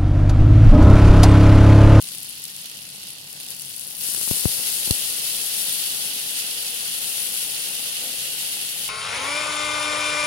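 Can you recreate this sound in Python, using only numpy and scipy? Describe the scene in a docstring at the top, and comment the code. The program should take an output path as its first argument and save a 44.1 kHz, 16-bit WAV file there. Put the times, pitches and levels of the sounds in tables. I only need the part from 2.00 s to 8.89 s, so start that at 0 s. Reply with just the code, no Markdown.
"""A kitchen stove, with a two-port microphone just above a pan in which fish curry fries.
Sparse crackling in hot fat swells to a dense sizzle of random bubble bursts when liquid is poured in.
Flying droplets strike the nearer left port, which faces the pan and is brightest near 10 kHz; the right
port faces away and is strongest around 3-4 kHz. Sauce simmers and air in the pan rings, both driven by bursts.
Later a spatula drags over the pan in stick-slip bumps; filtered noise makes the burner rumble below."""
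import sys
import numpy as np
from scipy import signal
from scipy.fft import rfft, irfft
from scipy.io import wavfile

SR = 44100
rng = np.random.default_rng(int(sys.argv[2]) if len(sys.argv) > 2 else 0)


def generate_wav(signal):
    """Clip the signal to [-1, 1] and save it as 16-bit WAV at the path in sys.argv[1]."""
    frames = np.transpose(np.atleast_2d(signal))
    scaled = np.clip(frames, -1, 1) * 32767
    pcm = np.round(scaled).astype(np.int16)
    wavfile.write(sys.argv[1], SR, pcm)


N = 303829
TIME = np.arange(N) / SR


def from_db(db):
    """Decibels to amplitude gain."""
    return 10 ** (np.asarray(db) / 20)


def rms_one(x):
    """Scale to unit rms."""
    return x / np.sqrt(np.mean(x ** 2) + 1e-20)


def in_time(rows):
    """Interpolate each column of a curve at every sample."""
    seconds, *columns = np.transpose(rows)
    return [np.interp(TIME, seconds, column) for column in columns]


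def cut(x, hz, kind, order=2):
    """Butterworth low- or high-pass."""
    sos = signal.butter(order, min(hz, .45 * SR), kind, fs=SR, output="sos")
    return signal.sosfilt(sos, x + 1e-18)


def drift(rate_hz):
    """Slow random wander of spread 1: noise through two equal poles, made at every 40th sample."""
    step = 40
    r = np.exp(-2 * np.pi * rate_hz * step / SR)
    noise = rng.standard_normal(N // step + 2002)
    slow = signal.lfilter([1], [1, -2 * r, r * r], noise)[2000:]   # drop the filter's start
    return np.interp(np.arange(N) / step, np.arange(len(slow)), rms_one(slow))


def convolve(x, response):
    """Pass a sound through an impulse response."""
    return signal.oaconvolve(x, response)[:N]


def colour(x, spectrum, size=4096):
    """Causal (minimum-phase) filter that follows a spectrum of (Hz, dB) rows."""
    hz, db = np.transpose(spectrum)
    log_bins = np.log(np.fft.rfftfreq(size, 1 / SR) + 1)
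    log_gain = np.log(from_db(np.interp(log_bins, np.log(hz), db)))
    # folding the cepstrum onto positive times gives minimum phase
    cepstrum = irfft(log_gain)[:size // 2]
    cepstrum[1:] *= 2
    return convolve(x, irfft(np.exp(rfft(cepstrum, size))))


def clicks(rows):
    """One single-sample click for each (seconds, dB) row."""
    out = np.zeros(N)
    for s, db in rows:
        out[round(s * SR)] += from_db(db)
    return out


def echoes(x, t60):
    """Dense reflections with the energy of the sound itself: noise under its decaying energy."""
    keep = from_db(-120 / (t60 * SR))
    energy = signal.lfilter([0, 1 - keep], [1, -keep], x ** 2 + 1e-18)
    return np.sqrt(energy) * rng.standard_normal(N)


def paths(x, left_wall_db, left_room_db, right_direct_db, right_wall_db, right_room_db, lag_s=.00036):
    """The left port hears bursts directly; the right a little later, mostly by way of pan wall and kitchen."""
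    kitchen_t60 = 0.21
    left = x + from_db(left_wall_db) * echoes(x, t60=.005)
    left = left + from_db(left_room_db) * echoes(x, kitchen_t60)
    late = np.interp(TIME - lag_s, TIME, x)
    right = from_db(right_direct_db) * late + from_db(right_wall_db) * echoes(late, t60=0.0096)
    right = right + from_db(right_room_db) * echoes(late, kitchen_t60)
    return np.array([left, right])


# Colour of the port that faces the pan. Each row: frequency in Hz, gain in dB.
LEFT_PORT_COLOUR = [(900, -46.5), (1300, -19.5), (1600, -19), (2300, -13.5), (3000, -14.6), (4100, -11),
                    (5500, -11), (7000, -9), (8500, -4.5), (9400, -0.5), (10100, 1.7), (11000, -1.5),
                    (12000, -4.5), (13500, -8.5), (15500, -11)]
# Colour of the port that faces away. Each row: frequency in Hz, gain in dB.
RIGHT_PORT_COLOUR = [(900, -29.5), (1300, -23.2), (1550, -25.5), (1900, -16.5), (2200, -15.5),
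                     (2450, -11.5), (2750, -2), (3300, -3), (3650, -3.5), (3950, -5), (4400, -2.5),
                     (5200, -5), (6000, -7), (9500, -16), (15500, -18.5)]


def ports(both):
    """Each microphone port adds its own resonances."""
    return np.array([colour(both[0], LEFT_PORT_COLOUR), colour(both[1], RIGHT_PORT_COLOUR)])


def pair(make, likeness, balance_db):
    """Two channels of a diffuse sound that are partly alike, from independent mid and side."""
    alike = np.clip(likeness, -1, 1)
    mid = np.sqrt((1 + alike) / 2) * make()
    side = np.sqrt((1 - alike) / 2) * make()
    return np.array([(mid + side) * from_db(balance_db / 2), (mid - side) * from_db(-balance_db / 2)])


def bursts(per_s, spread_db, clump_db, largest=3.73):
    """Tiny bubbles burst at random, in clumps; most are weak, a few strong."""
    born = rng.random(N) < per_s * from_db(clump_db * drift(25)) / SR
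    sizes = from_db(spread_db * np.minimum(rng.exponential(1, N), largest))
    signs = rng.choice([-1, 1], N)
    # dividing by the rate keeps the power even while the rate changes
    return rms_one(born * sizes * signs / np.sqrt(per_s))


# Moment the liquid reaches the hot metal, and time constant of its spreading, in seconds.
POUR_S, SPREAD_S = 1.965, .42


def since_pour():
    """Seconds since the liquid reached the metal; zero before."""
    return np.maximum(TIME - POUR_S, 0)


def wetted(rise_s):
    """Share, from 0 to 1, that builds up exponentially after the pour."""
    return 1 - np.exp(-since_pour() / rise_s)


def blend_db(dry_db, wet_db, rise_s):
    """The power of the wetted pan takes over from that of the dry pan."""
    share = wetted(rise_s)
    power = (1 - share) * from_db(dry_db) ** 2 + share * from_db(wet_db) ** 2
    return 10 * np.log10(power)


# The wetted metal fries loudly and cools slowly; levels here are relative.
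FRY_DB, COOLING_DB_PER_S = -33.5, .27
# The first liquid flashes to steam: extra fizz that settles.
FIZZ_DB, FLASH_DB, FLASH_S = -33.3, 9.7, 1.6
# Time constants of the build-up: fizz grows faster than frying.
FRY_RISE_S, FIZZ_RISE_S = .34, .28
# Close over the pan before the liquid spreads. Each row: time in seconds, then relative levels in dB of
# the frying, the fine fizz and the simmer.
DRY_PAN_LEVELS = [(0, -41.5, -37, -60), (0.55, -42.6, -41.5, -60.6), (1.17, -44.2, -43.3, -59.3),
                  (1.8, -43, -36.7, -56.8)]
# Sauce washes over bare metal and the sizzle swells. Each row: centre in seconds, half width in seconds,
# added frying in dB, added fizz in dB.
SIZZLE_SURGES = [(2.055, .04, 2.6, .8), (2.32, .06, .3, 1.5), (3.65, .2, .3, 2.3), (5.3, .35, -.2, 3.1),
                 (6.55, .1, .3, 1)]


def heat():
    """Levels of frying and fizz: both leap at the pour, then settle, and change with each surge."""
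    dry_fry_db, dry_fizz_db, _ = in_time(DRY_PAN_LEVELS)
    wet_fry_db = FRY_DB - COOLING_DB_PER_S * since_pour()
    wet_fizz_db = FIZZ_DB + FLASH_DB * np.exp(-since_pour() / FLASH_S)
    fry_db = blend_db(dry_fry_db, wet_fry_db, FRY_RISE_S)
    fizz_db = blend_db(dry_fizz_db, wet_fizz_db, FIZZ_RISE_S)
    for s, width_s, more_fry_db, more_fizz_db in SIZZLE_SURGES:
        swell = np.exp(-((TIME - s) / width_s) ** 2)
        fry_db = fry_db + more_fry_db * swell
        fizz_db = fizz_db + more_fizz_db * swell
    return fry_db, fizz_db


# Base burst rates in the dry pan and under liquid, which each source scales; relative level of the sauce.
DRY_RATE, WET_RATE, WET_SIMMER_DB = 600, 8200, -48.9
# Pitch of the commonest bubbles in fat, fresh liquid and heated sauce; time constant of heating through.
FAT_HZ, FRESH_HZ, HEATED_HZ, HEATING_S = 4400, 5600, 2500, 2.1


def liquid():
    """Burst rate, simmer level and bubble pitch: bubbles multiply as liquid spreads and grow as it heats."""
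    per_s = DRY_RATE + (WET_RATE - DRY_RATE) * wetted(SPREAD_S)
    *_, dry_simmer_db = in_time(DRY_PAN_LEVELS)
    wet_simmer_db = WET_SIMMER_DB - COOLING_DB_PER_S * since_pour()
    simmer_db = blend_db(dry_simmer_db, wet_simmer_db, SPREAD_S)
    sauce_hz = HEATED_HZ + (FRESH_HZ - HEATED_HZ) * np.exp(-since_pour() / HEATING_S)
    return per_s, simmer_db, np.where(TIME < POUR_S, FAT_HZ, sauce_hz)


# The burner below the pan, as it reaches the microphone. Each row: frequency in Hz, relative level in dB.
BURNER_COLOUR = [(25, -42), (50, -27), (75, -23), (98, -3.5), (118, -12.5), (140, 3), (165, -7.5),
                 (188, 0.5), (225, -8), (300, -7.5), (420, -20.5), (900, -17), (2000, -35)]


def burner():
    """Steady rumble of the stove: low coloured noise, nearly alike at both ports."""
    def rumble():
        return rms_one(colour(rng.standard_normal(N), BURNER_COLOUR))
    return from_db(-55.5) * pair(rumble, likeness=0.97, balance_db=-.3)


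# The body of the sauce, heard from above. Each row: frequency in Hz, relative level in dB.
SIMMER_COLOUR = [(90, -22.5), (170, -5), (260, -0.5), (370, -3), (490, 3), (650, -3), (850, 0.5), (950, -9),
                 (1250, -10.5), (1600, -7), (2600, -39)]


def simmer(per_s, simmer_db):
    """Soft, low bursts in the body of the sauce."""
    def blips():
        return rms_one(colour(bursts(per_s / 2, spread_db=2.5, clump_db=2.5), SIMMER_COLOUR))
    return from_db(simmer_db) * pair(blips, likeness=0.53, balance_db=2.5)


# The air held in the pan, under the microphone. Each row: frequency in Hz, bandwidth in Hz, relative level in dB.
PAN_AIR_MODES = [(1055, 120, -8), (1495, 97, -6), (1913, 190, -2), (2624, 130, 0.5), (3007, 75, -1),
                 (3550, 70, -7.5), (4380, 160, -1)]


def pan_air(per_s, fry_db):
    """Bursts set the air in the pan ringing; the two ports lie on opposite sides of its swing."""
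    ringing = 0
    for hz, width_hz, db in PAN_AIR_MODES:
        r = np.exp(-np.pi * width_hz / SR)
        resonator = [1, -2 * r * np.cos(2 * np.pi * hz / SR), r * r]
        drive = bursts(per_s * 2, spread_db=4.0, clump_db=2.0)
        ringing = ringing + from_db(db) * rms_one(signal.lfilter([1, 0, -1], resonator, drive))
    ringing = ringing * from_db(fry_db - 13.5)
    return np.array([-.9 * cut(ringing, 2920, "low"), ringing])


# While the spatula drags, it sticks and slips at this interval, with this random spread.
SLIP_S, SLIP_JITTER_S = .0172, .0012
# The spatula drags over the pan under the sauce. Each row: start in seconds, relative level in dB,
# length in seconds.
SPATULA_DRAGS = [(4.847, -33, .01), (6.019, -29.5, .075), (6.136, -33, .01), (6.2, -39, .14)]
# The loaded pan, struck from inside. Each row: frequency in Hz, relative level in dB, 60 dB decay in seconds.
LOADED_PAN_MODES = [(236, -7, .05), (340, -11, .04), (488, -7, 0.074), (564, -7, 0.075), (650, -9, .045),
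                    (730, -5, 0.03)]


def spatula():
    """Every slip bumps the damped pan and rings each mode with a strength of its own."""
    bumps = []
    for s, db, length_s in SPATULA_DRAGS:
        for delay in np.arange(0, length_s, SLIP_S):
            bumps.append((s + delay + rng.normal(0, SLIP_JITTER_S), db))
    out = np.zeros(N)
    for k, (hz, db, t60) in enumerate(LOADED_PAN_MODES):
        t = TIME[:int(t60 * SR)]
        blows = clicks([(s, level + rng.normal(0, 1.7)) for s, level in bumps])
        ring = from_db(db - 60 * t / t60) * np.sin(2 * np.pi * hz * t)
        out += convolve(blows, (-1) ** k * ring)   # neighbouring modes start in opposite directions
    return from_db([[-4], [-8]]) * cut(out, 200, "high")


# Fine drops fly at the pour and die down.
MIST_DB, MIST_FADE_DB_PER_S = -45, 4.8


def mist(mist_db):
    """Much smaller drops patter on the left port as low, random taps."""
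    taps = bursts(90., spread_db=3.0, clump_db=2.0, largest=3.0)
    patter = cut(cut(taps, 67, "high", order=3), 330, "low", order=1)
    return np.array([rms_one(patter) * from_db(mist_db), np.zeros(N)])


# Droplets that strike the left port. Each row: start in seconds, thump peak in dB, push time in seconds,
# relative splash level in dB.
PORT_DROPLETS = [(2.0884, -24.5, .0003, -15), (2.148, -22.5, .00018, -2.5), (2.2133, -23, .0002, -6),
                 (2.2764, -21, .00016, -8), (2.3116, -10, .00066, -10), (2.3703, -25, .00018, -13),
                 (2.4558, -4.1, .00096, -18), (2.592, -26.5, .00026, -18), (2.8762, -21, .00046, -16),
                 (2.9077, -8.3, .0013, -20)]


def droplets():
    """Each drop pushes air into the port; the bass roll-off turns the push into a short swinging thump."""
    thumps = np.zeros(N)
    t = TIME[:SR // 10]
    for s, thump_db, push_s, _ in PORT_DROPLETS:
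        push = cut(t / push_s * np.exp(-t / push_s), 78, "high", order=3)
        start = round(s * SR)
        thumps[start:start + len(t)] += from_db(thump_db) * push / np.abs(push).max()
    hits = clicks([(s, splash_db) for s, _, _, splash_db in PORT_DROPLETS])
    tick = cut(cut(hits, 660, "high"), 1900, "low") * from_db(3)   # the drop flattens on the casing
    splash = hits + 0.94 * echoes(hits, t60=0.0061)
    splash = colour(splash, LEFT_PORT_COLOUR) * from_db(12)
    return np.array([thumps + tick + splash, from_db(-45) * thumps])


# Sprays of fat that reach both ports. Each row: start in seconds, relative level in dB,
# decay time constant in seconds.
FAT_SPRAYS = [(.453, -20, 0.0016), (1.619, -28, 0.0025), (2.909, -5.5, 0.002)]


def sprays():
    """A big bubble throws a brief shower of fat: noise that starts at once and decays."""
    shower = np.zeros(N)
    for s, db, decay_s in FAT_SPRAYS:
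        shower += from_db(db) * (TIME >= s) * np.exp(-np.abs(TIME - s) / decay_s)
    hiss = cut(shower * rng.standard_normal((2, N)), 4800, "high", order=1)
    return from_db([[5], [12]]) * ports(hiss)


# Lesser snaps come at random and thin out as liquid covers the fat; levels are relative.
SNAPS_PER_S, SNAP_DB, SNAP_SPREAD_DB = 9, -16, 2.5
# Loud snaps of fat, close to the left port. Each row: start in seconds, relative level in dB.
LOUD_SNAPS = [(0.024, -3), (0.1835, -7.5), (0.2315, -8), (0.4403, -5.5), (0.453, -8), (0.5648, -8.5),
              (0.7716, -13), (1.1058, -11), (1.3282, -12.5), (1.5054, -6.5), (1.6192, -8), (1.7955, -5.5),
              (2.2137, -2), (3.7262, 1)]


def snaps():
    """Single drops of water explode in the fat, as clicks close to the left port."""
    born = rng.random(N) < SNAPS_PER_S * (1 - wetted(SPREAD_S)) / SR
    lesser = born * from_db(SNAP_DB + SNAP_SPREAD_DB * rng.standard_normal(N))
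    cracks = paths(clicks(LOUD_SNAPS) + lesser, left_wall_db=-8, left_room_db=-15,
                   right_direct_db=-8, right_wall_db=-5, right_room_db=-12)
    return from_db(11) * ports(cut(cracks, 6300, "high"))


# Bursting bubbles in the pan, sorted by pitch. Each entry: the bound between two pitch classes in Hz.
BUBBLE_CLASS_BOUNDS = [800, 2400, 3200, 4100, 5300, 7000, 9200, 11800, 18000]


def sizzle(per_s, fry_db, fizz_db, bubble_hz, split_hz=6500, octaves=0.32):
    """Bubbles of many sizes burst on the hot metal: large ones fry low, the finest fizz on top."""
    out = 0
    cracks = bursts(per_s / 2, spread_db=4.4, clump_db=2.5)
    spurts_db = 0.63 * drift(14.5)   # steam escapes unevenly
    for low, high in zip(BUBBLE_CLASS_BOUNDS, BUBBLE_CLASS_BOUNDS[1:]):
        hz = np.sqrt(low * high)
        fine = 1 / (1 + (split_hz / hz) ** 5)   # share of fizz: fewer bursts, more unequal
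        own = bursts(per_s * from_db(3 - 8 * fine), spread_db=3.5 + fine, clump_db=1.8)
        pops = rms_one(own + .75 * cracks)   # the sharpest cracks sound in every class
        level_db = (1 - fine) * (fry_db + 15.5) + fine * (fizz_db + 12)
        both = paths(pops * from_db(level_db + spurts_db), left_wall_db=-4, left_room_db=-5,
                     right_direct_db=-14, right_wall_db=-1.5, right_room_db=-4)
        band = cut(cut(both, low, "high", order=4), high, "low", order=4)
        # classes near the commonest bubble pitch are lifted, more so at the right port
        common = np.exp(-(np.log2(hz / bubble_hz) / octaves) ** 2)
        out = out + band * from_db(np.array([[1.0], [3.5]]) * common)
    return ports(out)


def scene():
    """Everything on the stove, from the burner up to the sizzle."""
    fry_db, fizz_db = heat()
    per_s, simmer_db, bubble_hz = liquid()
    background = burner() + simmer(per_s, simmer_db) + pan_air(per_s, fry_db) + spatula()
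    mist_db = MIST_DB - MIST_FADE_DB_PER_S * since_pour()
    spatter = wetted(rise_s=.08) * mist(mist_db) + droplets()
    fat = sprays() + snaps() + sizzle(per_s, fry_db, fizz_db, bubble_hz)
    return background + spatter + fat


CUTOFF_HZ = 15800


def record(dry):
    """The largest peaks are rounded and the top of the treble is cut steeply."""
    rounded = dry / (1 + (dry / .82) ** 4) ** (1 / 4)
    steep = signal.ellip(12, .1, 80, CUTOFF_HZ, fs=SR, output="sos")
    return signal.sosfilt(steep, rounded)


dry = scene()
out = record(dry)
generate_wav(out)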